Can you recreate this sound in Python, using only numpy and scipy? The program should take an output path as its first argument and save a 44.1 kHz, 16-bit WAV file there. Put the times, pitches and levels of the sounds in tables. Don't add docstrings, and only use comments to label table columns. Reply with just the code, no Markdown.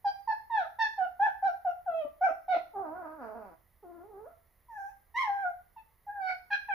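import sys
import numpy as np
from scipy import signal
from scipy.fft import rfft, irfft, next_fast_len
from scipy.io import wavfile
from scipy.ndimage import uniform_filter1d, map_coordinates

SR = 44100
rng = np.random.default_rng(int(sys.argv[2]) if len(sys.argv) > 2 else 0)


def wav_out(sig):
    wavfile.write(sys.argv[1], SR, np.round(np.clip(np.atleast_2d(sig).T, -1, 1) * 32767).astype(np.int16))


N = 297218

# start and length in seconds; base pitch, pitch fall and lift at the push in Hz;
# moment of the push 0-1; fundamental, octave and shrill overtone levels in dB; hoarseness 0-1; lower and
# upper mouth resonance in Hz; upper resonance level, thin ring level and left-over-right pan in dB.
YELPS = [(0.047,0.056,806.4,13.5,-1.5,0.62,-26.5,-42,-47,0.1,2970,4800,5,-32,-3.5),
         (0.276,0.056,889,35.5,6.5,0.5,-27,-37,-52,0.31,2435,4500,8,-9.5,-2.5),
         (0.5,0.15,926.7,285.5,60,0.43,-27,-35,-50,0.27,2460,3650,9,-8,-1),
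         (0.789,0.07,880,18,22.5,0.43,-28.5,-25,-38,0.13,2374,3920,10,0,-0.5),
         (0.98,0.077,783.5,86,13,0.8,-27.5,-38.5,-57.5,0.13,2900,4500,-25,-23,-3),
         (1.196,0.088,768,9,111.5,0.54,-22.5,-29.5,-50,0.4,2680,3450,-2.5,-9.5,-2.5),
         (1.426,0.072,761.3,81.5,76,0.56,-24.5,-36.5,-55,0.1,2640,4100,0,-5,1),
         (1.65,0.053,753.5,63,-1,1,-28,-41.5,-59.5,0.13,2770,4500,-29,-10,-1),
         (2.212,0.088,678,24.5,111,0.39,-23,-32,-44.5,0.54,2340,3100,-26,-9,-0.5),
         (2.483,0.1,704.2,29,46.5,0.27,-26,-39,-42,0.9,2353,3820,1.5,-23,-2),
         (5.764,0.021,901,36.5,17,0.91,-47,-63.5,-60,0.08,2498,3900,-10.5,-25,0.5),
         (6.505,0.043,805.8,0,3,0.64,-38.5,-24.5,-34.5,0.42,2700,4000,-6,-24,-1.5),
         (6.686,0.046,842.7,69,1,0.8,-34,-30.5,-40,0.08,2400,3200,-17,-34,0.5)]
# time in seconds, pitch in Hz, then fundamental, octave and shrill
# overtone levels in dB.
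WAILS = [
    [(1.863,805,-39.5,-60,-88.5), (1.886,698,-29,-44,-70.5), (1.924,658.5,-32.5,-42.5,-65.5),
     (1.99,653.3,-37.5,-66,-56.5), (2.026,602,-35,-53,-61.5), (2.065,587,-39,-52,-79)],
    [(4.685,987,-57.5,-87,-96), (4.705,924,-48,-64.5,-86), (4.757,852,-46,-51,-78),
     (4.787,791,-42,-49,-74.5), (4.869,785.7,-43,-50.5,-78.5), (4.9,870,-53.5,-70,-77)],
    [(5.144,940,-45,-49.5,-65), (5.164,937.6,-35.5,-34,-48), (5.192,1089,-32,-32,-47),
     (5.224,1042,-29.5,-33.5,-45), (5.254,888,-38,-48.5,-64), (5.298,797.4,-29.5,-47.5,-72.5),
     (5.42,798.4,-37,-43.5,-64), (5.458,719.7,-31.5,-37.5,-66), (5.505,700.6,-39,-55.5,-68)],
    [(6.068,827,-45.5,-74.5,-90), (6.098,816,-38.5,-44.5,-82), (6.124,837.4,-51.5,-52,-89),
     (6.185,798,-38.5,-46,-83), (6.23,758.5,-36,-47,-51.5), (6.292,742.5,-37.5,-34.5,-39),
     (6.34,731,-39,-51,-51.5)],
]
# lower and upper mouth resonance in Hz, then upper resonance level,
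# thin ring level, left-over-right pan and nasal hiss in dB.
WAIL_MOUTHS = [(2800, 3000, 4, -26, 1.5, -26), (2580, 6300, 12, -7, 0, 0.5),
               (2100, 3470, -11.5, -19, -1, -16.5), (2030, 4500, -7.5, -36, -3, -32.5)]
# time in seconds, pitch in Hz, throat level in dB, mouth level in dB.
MOANS = [
    [(2.736, 449, -51.5, -68), (2.766, 395, -36, -55.5), (2.812, 399, -37, -61.5),
     (2.862, 308.5, -44.5, -52.5), (2.904, 301, -41.5, -58), (2.964, 363.9, -46, -55),
     (2.998, 364, -43, -55), (3.062, 311.4, -46, -52), (3.172, 318.6, -52.5, -59), (3.232, 226.8, -44, -51),
     (3.33, 212.6, -48.5, -62.5), (3.356, 235.5, -45, -60), (3.452, 199.4, -51, -63),
     (3.52, 165.4, -56, -67.5)],
    [(3.828, 438, -54.5, -79), (3.848, 354.7, -51.5, -75), (4.002, 333.8, -50.5, -66),
     (4.08, 439, -57, -82), (4.16, 383, -50.5, -68), (4.23, 444, -51.5, -70), (4.254, 493, -53.5, -69),
     (4.272, 664, -47.5, -63), (4.31, 666, -51.5, -62)],
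]
MUZZLE_DB = [-3.1, 9.3]
# middle and half length in seconds, added roughness 0-1.
HOARSE_PATCHES = [(3.24, 0.072, 0.12), (3.48, 0.088, 0.23), (4.79, 0.063, 0.13), (5.2, 0.06, 0.5),
                  (5.47, 0.02, 0.03), (6.31, 0.027, 0.31)]
# middle and half length in seconds, gain of half-pitch partials.
OCTAVE_CRACKS = [(1.062, 0.0028, 0.071), (2.052, 0.0042, 0.3), (2.31, 0.0043, 0.3), (2.573, 0.0092, 0.3)]

# frequency in Hz, relative level in dB.
CRY_MOUTH_EQ = [(1800, 17.5), (2900, 4), (4400, 0.5), (5600, 4), (6300, -7.5), (7000, -23), (9000, -10),
                (12000, -29)]
NOSTRIL_EQ = [(4500, -10), (5600, -1.5), (6300, -4), (7400, -7), (8300, -17.5), (9100, -4.5), (11000, -12)]
MOAN_THROAT_EQ = [(180, -1), (240, 3), (330, 3.5), (400, -4.5), (460, 1.5), (540, 2.5), (620, 2.5),
                  (700, 7.5), (800, 2), (950, 3), (1100, -2.5)]
MOAN_MOUTH_EQ = [(1000, 3), (1200, 17), (1450, 13), (1620, 9), (1800, -9), (2100, -17), (2600, -36),
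                 (4000, -66)]
MOAN_EDGE_EQ = [(2000, 7), (2450, 3), (2900, -10.5), (3700, -29), (4600, -6.5), (5500, -12), (8000, -25.5)]
# frequency in Hz, time to fall 60 dB in seconds.
ROOM_DECAY = [(200, 0.36), (700, 0.37), (1600, .4), (3000, 0.33), (6000, 0.49), (12000, 0.031)]
# frequency in Hz, relative level in dB.
RUMBLE_EQ = [(12, -22), (20, -6.5), (70, -7), (238, -27), (275, -30), (388, -26.5), (484, -26), (1200, -26),
             (1490, -34), (2010, -24.5), (2440, -38), (7000, -45.5), (9100, -75.5), (15400, -120)]
HISS_EQ = [(7000, -24), (8400, -21.5), (8900, -11), (9800, -7), (10400, 0.5), (13000, -1), (15500, 1.5)]


def cries():
    clear_rough, clear_air = 0.14, 0.029
    out = np.zeros((2, N))
    air, nose = breath(CRY_MOUTH_EQ), breath(NOSTRIL_EQ)
    for i, gate, pitch, (base_db, octave_db, shrill_db), hoarse, mouth in [*yelps(), *wails()]:
        *shape, pan_db, hiss_db = mouth
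        phase, size = folds(pitch, clear_rough + hoarse, waver=.004, jitter=.05, shimmer=.3, grit=.02)
        sub_octave = bumps(OCTAVE_CRACKS, i / SR) * (np.sin(phase / 2) + .5 * np.sin(3 * phase / 2))
        fundamental = amp(base_db) * (np.sin(phase) + sub_octave)
        tone = np.sqrt(2) * (fundamental + amp(octave_db) * np.sin(2 * phase))
        overtones = partials(phase, pitch, range(3, 15),
                             lambda hz: vowel(hz, *shape) * eq(CRY_MOUTH_EQ, hz))
        puffs = air[i] * (1 + np.cos(phase))
        colour = vowel(np.fft.rfftfreq(len(i), 1 / SR), *shape)
        puffs = unit(irfft(rfft(puffs) * colour, len(i)))
        airy = np.clip(clear_air + 0.76 * hoarse, 0, .95)
        shrill = np.sqrt(1 - airy ** 2) * overtones + airy * puffs + amp(hiss_db) * nose[i]
        pan = amp([[pan_db / 2], [-pan_db / 2]])
        out[:, i] += gate * size * (tone + amp(shrill_db) * shrill) * pan
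    return out


def yelps():
    crest, swell_db_per_s = 0.45, 105
    catch_hz, catch_s, catch_rough = 45.4, 0.0054, 0.4
    lips_db, lips_s = 6.5, 0.014
    linger, nasal_db = 0.45, -39
    for start, length, note_hz, fall_hz, lift_hz, moment, *timbre in YELPS:
        base_db, octave_db, shrill_db, hoarse, *mouth = timbre
        i, gate = call_gate(start, start + length, attack=.008, release=.018)
        t = np.clip(i / SR - start, 0, length)
        progress = t / length
        catch = np.exp(-t / catch_s)
        push = bell(progress, moment, half=.28)
        pitch = note_hz + catch_hz * catch - fall_hz * progress + lift_hz * push
        swell_db = -swell_db_per_s * length * (2 * (progress - crest)) ** 2
        opening_db = np.where(progress < crest, 1, linger) * swell_db - lips_db * np.exp(-t / lips_s)
        levels = (base_db + swell_db,
                  octave_db + opening_db - 5.5 * (1 - push),
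                  shrill_db + opening_db - 7 * (1 - push))
        rough = hoarse * bell(progress, middle=0.93, half=0.41) + catch_rough * catch
        yield i, gate, pitch, levels, rough, (*mouth, nasal_db)


def wails():
    for rows, mouth in zip(WAILS, WAIL_MOUTHS):
        i, gate, (pitch, *levels) = call_curves(rows, attack=.008, release=0.018)
        yield i, gate, pitch, levels, bumps(HOARSE_PATCHES, i / SR), mouth


def moans():
    out, air = np.zeros(N), breath(MOAN_EDGE_EQ)
    lows = lambda hz: 1 / (1 + (hz / 1100) ** 16)
    for rows, muzzle_db in zip(MOANS, MUZZLE_DB):
        i, gate, (pitch, throat_db, mouth_db) = call_curves(rows, attack=0.0077, release=0.032)
        rough = 0.27 + bumps(HOARSE_PATCHES, i / SR)
        phase, size = folds(pitch, rough, waver=0.0077, jitter=0.078, shimmer=0.19, grit=0.11)
        throat_gain = lambda hz: eq(MOAN_THROAT_EQ, hz) * amp(muzzle_db * (hz < 2 * pitch)) * lows(hz)
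        throat = partials(phase, pitch, range(1, 8), throat_gain)
        mouth = partials(phase, pitch, range(2, 14), lambda hz: eq(MOAN_MOUTH_EQ, hz) * (1 - lows(hz)))
        buzz = partials(phase, pitch, range(6, 26), lambda hz: eq(MOAN_EDGE_EQ, hz))
        edge = buzz + air[i] * (1 + np.cos(phase))
        edge_db = mouth_db - 23.5 + 16 * np.log2(244 / pitch)
        out[i] += gate * size * (amp(throat_db) * throat + amp(mouth_db) * mouth + amp(edge_db) * edge)
    return out


def folds(pitch, rough, waver, jitter, shimmer, grit):
    n = len(pitch)
    rate = pitch * (1 + waver * wobble(n, 70) + jitter * rough * wobble(n, 330))
    size = 1 + shimmer * rough * wobble(n, 260) + grit * wobble(n, 1100)
    return 2 * np.pi * np.cumsum(rate) / SR, size


def partials(phase, pitch, harmonics, tract):
    orders = np.array(harmonics)[:, None]
    gain = tract(orders * pitch)
    return np.sqrt(2) * (gain * np.sin(orders * phase)).sum(0) / np.sqrt((gain ** 2).sum(0) + 1e-12)


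def vowel(hz, lower_hz, upper_hz, upper_db, ring_db):
    peak = lambda centre, width: 1 / (1 + ((hz - centre) / width) ** 2)
    return peak(lower_hz, 360) + amp(upper_db) * peak(upper_hz, 410) + amp(ring_db) * peak(5780, 400)


def breath(curve):
    low_cut_hz = curve[0][0]
    colour = lambda hz: eq(curve, hz) / (1 + (low_cut_hz / (hz + 1)) ** 8)
    return unit(filtered(rng.standard_normal(N), colour))


def call_curves(rows, attack, release):
    times, *columns = np.transpose(rows)
    i, gate = call_gate(times[0], times[-1], attack, release)
    return i, gate, [uniform_filter1d(np.interp(i / SR, times, c), size=300) for c in columns]


def call_gate(start, end, attack, release):
    edges = [start - attack / 2, start + attack / 2, end, end + release]
    i = np.arange(max(0, int(edges[0] * SR)), min(N, int(edges[-1] * SR)))
    return i, np.sin(np.pi / 2 * np.interp(i / SR, edges, [0, 1, 1, 0])) ** 2


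def bell(x, middle, half):
    return np.exp(-((x - middle) / half) ** 2)


def bumps(rows, t):
    return sum(height * bell(t, middle, half) for middle, half, height in rows)


def wobble(n, rate):
    return map_coordinates(rng.standard_normal(int(n * rate / SR) + 4), [np.arange(n) * rate / SR])


def amp(db):
    return 10 ** (np.asarray(db) / 20)


def unit(x):
    return x / np.sqrt(np.mean(x ** 2) + 1e-20)


def along(points, hz):
    freqs, values = np.transpose(points)
    return np.interp(np.log(hz + 1), np.log(freqs + 1), values)


def eq(curve, hz):
    return amp(along(curve, hz))


def filtered(x, response):
    size = next_fast_len(N + SR // 2)
    return irfft(rfft(x, size) * response(np.fft.rfftfreq(size, 1 / SR)), size)[..., :N]


def room(x, wet_db, bright_db, early_db):
    hz, t, noise = signal.stft(rng.standard_normal((2, SR // 2)), SR, nperseg=256)
    decay = amp(-60 * t / along(ROOM_DECAY, hz)[:, None])
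    near_walls = 1 + amp(early_db) * np.exp(-t / 0.016)
    mid, side = signal.istft(noise * decay * near_walls, SR, nperseg=256)[1]
    tail = np.pad([mid + side, mid - side], ((0, 0), (int(.004 * SR), 0)))
    wet = signal.fftconvolve(x, tail / np.linalg.norm(tail[0]), axes=1)[:, :N]
    return amp(wet_db) * filtered(wet, lambda hz: eq([(800, 0.017), (2500, bright_db)], hz))


def noise_bed(curve, db):
    mid, side = filtered(rng.standard_normal((2, N)), lambda hz: eq(curve, hz))
    return amp(db) * unit(np.array([mid + .28 * side, mid - .28 * side]))


def scene():
    dog = cries() + moans() * amp([[-.8], [.8]])
    direct = filtered(dog, lambda hz: eq([(900, -0.01), (2500, -6)], hz))
    reverb = room(dog, wet_db=-5.0, bright_db=2.5, early_db=3.5)
    rumble = noise_bed(RUMBLE_EQ, db=-68.5) * amp([[-3], [1.8]])
    hiss = noise_bed(HISS_EQ, db=-71.5)
    return direct + reverb + rumble + hiss


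def record(dry):
    return filtered(dry, lambda hz: hz < 15550)


dry = scene()
out = record(dry)
wav_out(out)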